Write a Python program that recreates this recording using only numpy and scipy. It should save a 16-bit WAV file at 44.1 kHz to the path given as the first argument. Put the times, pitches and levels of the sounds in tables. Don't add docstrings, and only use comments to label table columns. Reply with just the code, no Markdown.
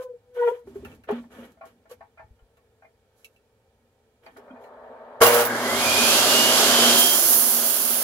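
import sys
import numpy as np
from scipy import signal
from scipy.fft import rfft, irfft, next_fast_len
from scipy.io import wavfile
from scipy.ndimage import uniform_filter1d

SR = 44100
rng = np.random.default_rng(int(sys.argv[2]) if len(sys.argv) > 2 else 0)


def boost_factor(decibels):
    exponent = np.asarray(decibels, float) / 20
    return 10 ** exponent


def transcribe(u):
    v = np.clip(np.atleast_2d(u).T, -1, 1)
    q = np.round(v * 32767).astype(np.int16)
    wavfile.write(sys.argv[1], SR, q)


N = 354123
T = np.arange(N) / SR
SIZE = next_fast_len(N + SR // 2)
HZ = np.arange(SIZE // 2 + 1) * SR / SIZE + 1e-3

MAINS_HZ = 119
SURGE_S, KICK_S = 5.205, 5.212
LOADED_HZ = 3184
DUCK_S = 6.898


def unit(x):
    return x / np.sqrt(np.mean(x ** 2))


def shape(points):
    hz, values = np.transpose(points)
    return np.interp(np.log(HZ), np.log(hz), values)


def through(x, gain):
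    return irfft(rfft(x, SIZE) * gain, SIZE)[..., :N]


def modes(table):
    return sum(boost_factor(db) / (1 + 1j * (HZ - f * f / HZ) / max(w, 3)) for f, w, db in table)


def band(lo_hz, hi_hz):
    return 1 / np.sqrt((1 + (lo_hz / HZ) ** 8) * (1 + (HZ / hi_hz) ** 8))


# frequency in [Hz], share in [0-1].
LIKENESS = [(30, 0.8), (100, 1), (500, 0.98), (1000, 1), (2000, 0.14), (16000, 0)]


def hiss(gain, grit_db=0):
    like = np.clip(shape(LIKENESS), 0, 1)
    grains = rng.standard_normal((2, N)) * boost_factor(grit_db * rng.exponential(size=N))
    mid, side = through(grains, gain * np.sqrt([1 + like, 1 - like]))
    return unit(np.array([mid + side, mid - side]))


def walk(rate):
    k = int(SR / rate)
    held = np.repeat(rng.standard_normal(N // k + 1), k)
    return 1.575 * uniform_filter1d(uniform_filter1d(held, k), k)[:N]


def curves(table):
    s, *columns = np.transpose(table)
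    return [np.interp(T, s, c) for c in columns] + [(T >= s[0]) & (T <= s[-1])]


def tone(hz):
    return np.sqrt(2) * np.sin(2 * np.pi * np.cumsum(hz) / SR)


def sing(hz, db, flutter_db, rate):
    both = flutter_db * walk(rate)
    apart = flutter_db / 2 * np.array([walk(rate), walk(rate)])
    return boost_factor(db + both + apart) * tone(hz)


def add(out, s, db, hz, t60, rise_s, skew=0.):
    t = T[:SR // 3]
    fade = np.exp(-np.log(1000) * t / np.clip(t60, .02, .4)) * np.minimum(t / rise_s, 1)
    ring = np.sin(2 * np.pi * hz * t + np.array([[skew], [-skew]]))
    start = int(s * SR)
    out[:, start:start + len(t)] += boost_factor(db) * fade * ring


def strokes(table, peak_share=0.27):
    s, length, *columns = np.transpose(table)[..., None]
    ms = T[::SR // 1000]
    part = np.clip((ms - s) / length, 0, 1) ** (np.log(.5) / np.log(peak_share))
    swell = np.sin(np.pi * part) ** 2
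    return [np.interp(T, ms, np.sqrt(np.sum((boost_factor(db) * swell) ** 2, axis=0))) for db in columns]


def room(t60_s=0.075, tail_db=0):
    t = T[:SR // 3]
    fade = np.exp(-np.log(1000) * t / t60_s) * np.minimum(t / 0.0022, 1)
    echoes = rng.standard_normal((2, len(t))) * fade
    tail = boost_factor(tail_db) * band(720, 20000) * rfft(echoes / np.sqrt(np.sum(echoes[0] ** 2)), SIZE)
    return (1 + tail) / np.sqrt(1 + (boost_factor(tail_db) * band(870, 16000)) ** 2)


# frequency in [Hz], level in [dB per Hz].
GARAGE = [(12, -52.5), (20, -27.5), (64, -8), (122, -10), (153, -20.5), (239, -15.5), (334, -22.5),
          (466, -9), (633, -22.5), (791, -17), (1140, -29.5), (1340, -23.5), (2550, -31.5), (2930, -32.5),
          (15600, -44)]
# frequency in [Hz], width in [Hz], level in [dB].
GARAGE_MODES = [(103, 7.1, -3.5), (237, 20, -6), (461, 67, -6)]


def garage():
    standing = 1 + 0.67 * np.abs(modes(GARAGE_MODES))
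    return boost_factor(-65) * hiss(boost_factor(shape(GARAGE)) * standing)


# frequency in [Hz], level in [dB per Hz].
CAR_COLOUR = [(59, -78), (100, -44), (200, -23), (237, -4.5), (318, -24), (447, -1.5), (688, -3),
              (1630, -14.5), (2600, -35), (4000, -39.5), (5200, -53), (8800, -120)]


def far_car():
    start_s, swell_s, from_db, full_db = 4.37, 0.31, -55, -42.5
    db = full_db + (from_db - full_db) * np.exp(-np.maximum(T - start_s, 0) / swell_s)
    audible = (T > start_s) * (T < KICK_S + .02)
    return audible * boost_factor(db) * hiss(boost_factor(shape(CAR_COLOUR)))


# frequency in [Hz], level in [dB per Hz].
DUST = [(2350, -12.5), (4000, 3.5), (4510, -2), (6340, 0), (9780, -6), (11500, 3), (13900, -10),
        (15600, -6.5)]


def dust(from_hz, grit_db=0):
    return hiss(boost_factor(shape(DUST)) * band(from_hz, 17000), grit_db)


# frequency in [Hz], level in [dB per Hz].
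RUB = [(190, -53.5), (330, -13.5), (495, -0.5), (596, -17.5), (694, -12), (1040, -17.5), (1460, -13),
       (2750, -25), (3000, -21), (4500, -36.5), (5850, -60), (9900, -120)]
# start in [s], length in [s], wood rub in [dB], cloth and dust in [dB].
STROKES = [(-.05, 0.12, -63, -51.5), (.33, 0.34, -63.5, -56.5), (.66, 0.094, -79, -67),
           (.74, .1, -77, -62.5), (.835, 0.17, -70.5, -64), (1.07, 0.18, -58.5, -79),
           (1.295, 0.29, -63, -58), (1.64, 0.12, -72, -65), (1.89, 0.07, -66.5, -60),
           (3.14, 0.27, -87, -67), (4.22, 0.18, -73, -67.5), (4.33, 0.18, -78.5, -72),
           (4.58, 0.18, -82, -70.5)]
# start in [s], length in [s], board boom in [dB], mount rumble in [dB].
SHOVES = [
    (.64, 0.24, -50.5, -58),
    (.72, 0.41, -47.5, -49),
    (1.07, 0.29, -44.5, -58),
    (1.3, 0.35, -51, -62),
    (1.6, 0.4, -64, -88),
    (1.84, 0.4, -67.5, -67),
    (2.16, 0.29, -76.5, -62.5),
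    (4.24, 0.5, -62, -80),
    (5.6, 1, -70, -46.5),
]


def slide():
    boom = hiss(modes([(244.0, 38, 9), (197, 38, -23)]))
    rub = boost_factor(2 * walk(60)) * hiss(boost_factor(shape(RUB)) * band(330, 4900), grit_db=3.0)
    grains = boost_factor(2.9 * walk(45)) * dust(4000, grit_db=3.5)
    wood, cloth = strokes(STROKES)
    board, mount = strokes(SHOVES)
    rumble = hiss(band(72, 92))
    return board * boom + boost_factor(18.0) * wood * rub + boost_factor(-3.5) * cloth * grains + mount * rumble


# time in [s], pitch in [Hz], level in [dB].
SQUEAK = [
    [(0.0, 502, -34), (0.044, 510, -38.5), (0.142, 485, -38.5), (0.21, 476, -71)],
    [(0.22, 492, -70), (0.345, 495, -47.5), (0.372, 486, -29), (0.404, 481, -19.5), (0.45, 480.6, -18.5),
     (0.488, 470, -15), (0.506, 499, -30), (0.63, 476, -48.5), (0.668, 474, -68)],
]
# multiple of the pitch [1], level in [dB].
SQUEAK_ORDERS = [(2, 7), (3, -2), (4, -8), (5, -21), (6, -25.5), (7, -18.5)]


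def squeak():
    beat_hz, beat_s, beat_depth = 20.3, 0.035, 0.7
    beat = np.abs(1 - beat_depth * np.exp(1j * 2 * np.pi * beat_hz * (T - beat_s)))
    released = np.exp(-(T / 0.085) ** 2)
    out = 0
    for span, twin, drag in zip(SQUEAK, (beat, 1), (released, 1)):
        hz, db, on = curves(span)
        over = 0
        for k, order_db in SQUEAK_ORDERS:
            over = over + boost_factor(order_db + 4.8 * walk(90)) * tone(k * hz * (1 + .01 * walk(90)))
        out = out + on * (boost_factor(db) * twin * tone(hz) + boost_factor(-18 + 1.29 * db) * drag * over)
    return out


# frequency in [Hz], level in [dB].
BOARD = [(662, 6), (775, 1.5), (830, 7), (1090, 2), (1220, -6), (1410, 16.5), (1590, 3), (1790, 11),
         (2060, 6), (2110, 5.5), (2400, -2.5)]
# start in [s], lower modes in [dB], upper modes in [dB].
TAPS = [(0.473, -27, -37.5), (0.67, -45, -62), (0.757, -45, -59), (0.851, -45, -47), (0.919, -60, -59),
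        (1.038, -59, -53.5), (1.088, -21, -33.5), (1.104, -20.5, -57), (1.174, -41, -67), (1.237, -45, -58),
        (1.57, -55, -73), (1.61, -37.5, -54.5), (1.634, -37, -63), (1.854, -54, -65), (1.903, -52, -63),
        (2.006, -39.5, -56), (2.173, -48, -59), (2.194, -42.5, -57), (2.389, -64, -73), (2.569, -64, -69),
        (2.82, -49, -62), (2.844, -52, -68), (4.262, -42, -50.5), (4.362, -40.5, -55), (4.476, -55, -61),
        (4.557, -45, -61), (4.637, -55, -61)]


def taps():
    out, crack = np.zeros((2, 2, N + SR))
    chance = rng.standard_normal((len(TAPS), len(BOARD), 4))
    for (s, low_db, high_db), draws in zip(TAPS, chance):
        t60 = 0.064 if s < 1.3 else 0.2
        add(crack, s, high_db + 2.0, 0, 0.96 * t60, .001, np.pi / 2)
        for (hz, db), (a, b, c, d) in zip(BOARD, draws):
            level_db = (low_db if hz < 1300 else high_db) + db + 3 * a - 10.5
            add(out, s + .003 * abs(d), level_db, hz * (1 + 0.0076 * b), 0.64 * t60, .0015, c * hz / 2500)
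    wood = hiss(band(450, 2450) ** 3 + boost_factor(-24.0) * band(2460, 5000))
    return out[:, :N] + crack[:, :N] * wood


# start in [s], level
# in [dB], pitch in [Hz].
RINGS = [(0.517, -19, 477), (0.555, -38, 465), (0.675, -34, 392), (0.758, -26.5, 400), (0.834, -34.5, 400),
         (1.091, -28, 411), (1.103, -17.5, 415.5), (1.124, -26.5, 237), (1.384, -46, 545),
         (1.387, -37.5, 237), (1.914, -32.5, 494), (2.244, -45, 88), (2.309, -42, 59), (2.424, -46.5, 49),
         (3.822, -64.5, 235), (4.381, -40.5, 412), (4.508, -37, 254), (4.535, -40, 243),
         (5.257, -14.5, 2808)]
# start in [s], level in [dB], pitch in [Hz].
PINGS = [(0.474, -31, 980), (0.475, -37, 1990), (0.478, -52, 2350), (0.52, -51, 940), (0.57, -51, 986),
         (0.53, -51, 1450), (0.85, -44, 820), (0.85, -45, 1440), (1.61, -47, 1130), (1.612, -50, 2370),
         (1.902, -51, 1156), (1.908, -56, 3000), (1.908, -60, 2220), (2.012, -50, 953), (2.012, -52, 1550),
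         (2.03, -50, 848), (2.177, -49.5, 2390), (2.184, -46, 2080), (2.19, -45, 1597), (2.191, -50, 940),
         (2.215, -47, 856), (2.39, -64, 3000), (3.246, -53, 2250), (3.25, -60, 510), (2.573, -65, 1120),
         (2.82, -53, 1580), (2.845, -49.5, 659), (2.846, -54, 2400), (2.851, -46, 2090), (4.261, -46, 2045),
         (4.261, -47, 2420), (4.261, -48, 4550), (4.263, -60, 3200), (4.305, -64, 3250), (4.364, -44, 1470),
         (4.381, -55, 5230), (4.448, -65, 2440), (4.5, -44, 1420), (4.505, -52, 2440), (4.506, -57, 3200),
         (4.56, -54, 2440), (4.637, -59, 2100), (4.637, -56, 2900), (4.638, -54, 4140), (4.658, -61, 4220)]


def rings():
    out = np.zeros((2, N + SR))
    for s, db, hz in RINGS:
        t60 = 0.34 if 200 < hz < 240 else .11
        add(out, s - .003, db + 3.0, hz, t60, .007)
    for s, db, hz in PINGS:
        add(out, s, db + 3.5, hz, min(110 / hz, .12), .004, .3)
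    return out[:, :N]


# start in [s], ring in [dB], top in [dB].
TICKS = [(0.8486, -27.5, -48.5), (0.9164, -37, -61), (1.0365, -43, -59.5), (1.088, -37, -58),
         (1.109, -37, -49.5), (1.1583, -48, -68), (1.9118, -53, -47), (2.57, -53.5, -67),
         (3.245, -28, -45.5), (3.362, -44.5, -68), (4.26, -51, -63), (4.369, -65, -54), (4.6374, -53, -64)]
# start in [s], level in [dB].
CLANKS = [(5.232, -7.5), (5.2646, -7), (5.334, -14.5), (5.3446, -11.5), (5.4011, -19), (5.4135, -20),
          (5.451, -14.5), (6.983, -9), (7.329, -10.5), (7.4894, -20), (7.513, -25), (7.6986, -17)]
# frequency in [Hz], level in [dB].
GUARD = [(10700, -9), (12600, 2.5), (12800, -9), (13600, -5), (15350, -3), (15500, -7)]


def ticks_and_clanks():
    out, top = np.zeros((2, 2, N + SR))
    for s, db, top_db in TICKS:
        add(out, s, db - 5, 2670, .025, .0006, .8)
        add(top, s, top_db, 0, .05, .0007, np.pi / 2)
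    for s, db in CLANKS:
        add(top, s, db - 8.0, 0, .03, .0007, np.pi / 2)
        for hz, mode_db in GUARD:
            add(out, s, db + mode_db - 8.5, hz, .1, .001, hz / 3000)
    return out[:, :N] + top[:, :N] * dust(2500)


def surge():
    attack_s, hold_s, release_s, jolt_t60_s = 0.015, .19, 0.097, 0.33
    s = SURGE_S + np.cumsum([0, attack_s, hold_s, release_s, .05])
    strain = boost_factor(np.interp(T, s, [-24, 0, 0, -22, -60]))
    jolt = strain * boost_factor(-60 * np.maximum(T - s[1], 0) / jolt_t60_s)
    return strain, jolt, T >= SURGE_S


# multiple of twice the mains rate [1], level in [dB].
BUZZ = [(1, -22), (2, -19), (3, -19), (4, 5), (5, -5), (6, -3.5), (7, -2.5), (8, -9.5), (9, -9), (10, -6.5),
        (11, -9)]
# frequency in [Hz], level in [dB per Hz].
RATTLE = [(880, -31), (1500, 4), (1610, -4), (1820, -5), (2070, -8), (2520, -9.5), (2860, -6.5),
          (3010, -10), (4160, -19), (5860, -13), (7930, -17.5), (10600, -9.5), (12000, -15), (13100, -13),
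          (15600, -13)]
# frequency in [Hz], level in [dB], decay t60 in [s].
KICK = [(107, -16, 0.23), (459, 1.5, 0.42), (663, -2, 0.28), (1118, -2, 0.62), (1370, 4.5, 0.063),
        (1610, 3, 0.044), (1870, -25.5, 0.44), (2310, -22, 5.0), (3090, -16, 5.0)]


def switch_on():
    strain, jolt, on = surge()
    buzz = 0
    for k, db in BUZZ:
        buzz = buzz + boost_factor(db + 1.1 * walk(25)) * np.sin(2 * np.pi * (k * MAINS_HZ * T + rng.random()))
    throb = 1 + 0.5 * np.sin(2 * np.pi * MAINS_HZ * T)
    rattle = throb * hiss(boost_factor(shape(RATTLE)) * band(1340, 18000), grit_db=0.5)
    shake = np.hypot(boost_factor(-24.5) * strain, boost_factor(-18.5) * jolt)
    t = np.maximum(T - KICK_S, 0)
    kick = 0
    for hz, db, t60 in KICK:
        fade = np.exp(-np.log(1000) * t / np.clip(t60, .03, .2))
        kick = kick + boost_factor(db) * fade * np.sin(2 * np.pi * hz * t)
    kick = boost_factor(-10.5) * np.minimum(t / 0.0019, 1) * kick
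    return on * (boost_factor(-17.5) * strain * unit(buzz) + shake * rattle) + kick


def speed():
    free_hz, from_s, run_up_s = 3390, 5.06, .7
    hz = np.clip(free_hz * (1 - np.exp((from_s - T) / run_up_s)), 500, LOADED_HZ)
    return hz, -14.5 * (1 - np.exp(-np.maximum(T - DUCK_S, 0) / 0.31))


def motor_level(turn, db, power, surge_db, jolt_db, duck_share):
    strain, jolt, _ = surge()
    running = boost_factor(db) * turn ** power
    power_sum = running ** 2 + (boost_factor(surge_db) * strain) ** 2 + (boost_factor(jolt_db) * jolt) ** 2
    return boost_factor(duck_share * speed()[1]) * np.sqrt(power_sum)


# frequency in [Hz], level in [dB per Hz].
ROAR = [(24, -59), (40, -37), (108, -20), (193, -16.5), (237, -0.5), (309, -10.5), (391, -1.5), (463, -7.5),
        (503, -2), (658, -2.5), (890, -7), (1120, -6), (1520, -5), (1830, -10), (2200, -5.5), (2860, -29.5),
        (4840, -120)]
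# frequency in [Hz], level in [dB per Hz].
FAN = [(1000, -30), (1700, -5), (1870, -39), (2350, -11.5), (2490, -12), (2860, -3), (3020, -4.5),
       (3880, -6), (4990, -4.5), (5320, -8.5), (5780, -7), (7360, -8.5), (8460, -13), (11300, -10),
       (15600, -20.5)]


def motor():
    on = surge()[2]
    hz, _ = speed()
    turn = hz / LOADED_HZ
    roar = (1 + 0.063 * tone(hz / 48)) * hiss(boost_factor(shape(ROAR)) * band(30, 2050))
    turning = np.clip((T - 5.42) / 0.097, .15, 1)
    roar = roar - (1 - turning) * through(roar, band(20, 290))
    duct = 1 + modes([(3270, 210, -8.5), (2405, 210, -4.5)])
    fan = boost_factor(0.84 * walk(11)) * hiss(boost_factor(shape(FAN)) * band(1800, 26000) * duct)
    octave = turning * boost_factor(11.5 + 3.7 * walk(14)) * tone(np.full(N, 2 * MAINS_HZ))
    hum = tone(np.full(N, MAINS_HZ)) + octave
    flow = np.tanh((hz / 2738) ** 2) ** .5
    roar = motor_level(turn, -21.5, 1, -22.5, -12, duck_share=1) * roar
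    fan = motor_level(flow, -14, 5, -29, -19, duck_share=1.24) * fan
    hum = motor_level(turn, -54, -1, -61, -35, duck_share=0.5) * hum
    return on * (roar + fan + hum)


# pitch in [Hz], width in [Hz], level in [dB].
HOUSING = [(2050, 160, -36), (2450, 160, -32), (2680, 140, -31), (2900, 130, -23.5), (3150, 130, -23)]
# pitch in [Hz], width in [Hz], level in [dB], reach in whine [Hz].
PANELS = [(1623, 130, -30.5, 340), (2440, 130, -28, 400), (3200, 81, -36, 2300)]


def whine():
    hz, duck_db = speed()

    def near(f, w):
        return 1 / (1 + (2 * (hz - f) / w) ** 6)

    passed = boost_factor(-38.5) ** 2 + sum(boost_factor(db) ** 2 * near(f, w) for f, w, db in HOUSING)
    gripped = np.maximum(T - 7.14, 0)
    db = 10 * np.log10(passed) + .35 * duck_db + np.maximum(-300 * gripped, -30)
    unsteady = .0007 + .07 * np.clip(1 - hz / 2750, 0, .3)
    commutator = sing(hz * (1 + unsteady * walk(150)), db, 1, 25)
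    gear_hz = .2195 * hz * (1 - .14 * gripped)
    gear_fade_db = -12 * gripped
    load_db = 30 * np.log10(hz / LOADED_HZ) + .7 * duck_db + gear_fade_db - 15 * (hz < 2600)
    bite_db = -60 * np.abs(hz / LOADED_HZ - 1) / .2 + 4 * gear_fade_db
    gear = sing(gear_hz, -33 + load_db, 2.5, 14) + sing(gear_hz / 2, -38 + bite_db, 2, 14)
    panels = 0
    for f, w, panel_db, reach in PANELS:
        panels = panels + boost_factor(panel_db + 2 * duck_db) * near(f, reach) * hiss(modes([(f, w, 0)]) ** 2)
    return (T >= SURGE_S) * (commutator + gear + panels)


# frequency in [Hz], level in [dB per Hz].
TEETH = [(2060, -43), (3500, -17), (3870, -17), (4140, -4.5), (5030, -3.5), (5520, -2.5), (6180, -2),
         (7370, -3.5), (8240, -10.5), (8890, -1.5), (10100, -2.5), (11000, 1.5), (12900, 0), (14800, 2.5),
         (15600, -2.5)]
# frequency in [Hz], width in [Hz], level in [dB].
BLADE = [(9240, 130, -7.5), (9540, 24, -5), (9930, 64, -2), (9700, 56, -4.5), (10620, 46, -5),
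         (10700, 120, 0.5), (11000, 65, -5), (11000, 100, -4.5), (12200, 42, -4.5), (12700, 46, -13),
         (13400, 63, -6.5), (13600, 49, 1.5), (15000, 130, -8), (15100, 45, -8), (16100, 190, -6)]
# time in [s], teeth in [dB].
FEED = [
    (6.9, -43.5),
    (6.956, -27),
    (7.0, -16),
    (7.08, -21),
    (7.23, -19),
    (7.34, -15),
    (7.63, -21.5),
    (7.92, -21.5),
    (8.03, -24),
]


def cut():
    db, on = curves(FEED)
    rasp_db = np.minimum(-22.5 - 12 * (T - DUCK_S), db - 1.0)
    chips = hiss(boost_factor(shape(TEETH)) * band(3840, 18000), grit_db=2.5)
    rasp = through(chips, band(2900, 8140))
    song = hiss(modes([(f, min(.4 * w, 25), mode_db / 3) for f, w, mode_db in BLADE]) ** 2)
    teeth = boost_factor(db) * boost_factor(.5 * walk(30)) * (boost_factor(0.5) * (chips - rasp) + boost_factor(-10.0) * song)
    return on * (teeth + boost_factor(rasp_db - 0.5) * unit(rasp))


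# frequency in [Hz], left minus right in [dB].
LEAN = [(60, 2.5), (110, -2), (200, -0.5), (380, -0.5), (700, 0.0), (1290, 1.5), (2380, -2.5), (4400, -4),
        (8120, -6.5), (11000, -10), (15000, -4)]


def scene():
    echoing = garage() + far_car() + slide() + squeak() + taps() + rings() + ticks_and_clanks() + switch_on()
    saw = motor() + whine() + cut()
    lean = boost_factor(shape(LEAN) / 2) * np.exp(1j * np.pi * HZ * .0001)
    ports = np.array([lean, 1 / lean])
    return through(echoing, ports * room()) + through(saw, ports)


def low_pass(x):
    return signal.sosfilt(signal.butter(12, 16380, fs=SR, output="sos"), x)


def record(dry):
    rounded = np.tanh(dry ** 3 / 3 + dry)
    cut_top = signal.ellip(12, .3, 80, 15770, fs=SR, output="sos")
    return low_pass(signal.sosfilt(cut_top, rounded))


dry = scene()
out = record(dry)
transcribe(out)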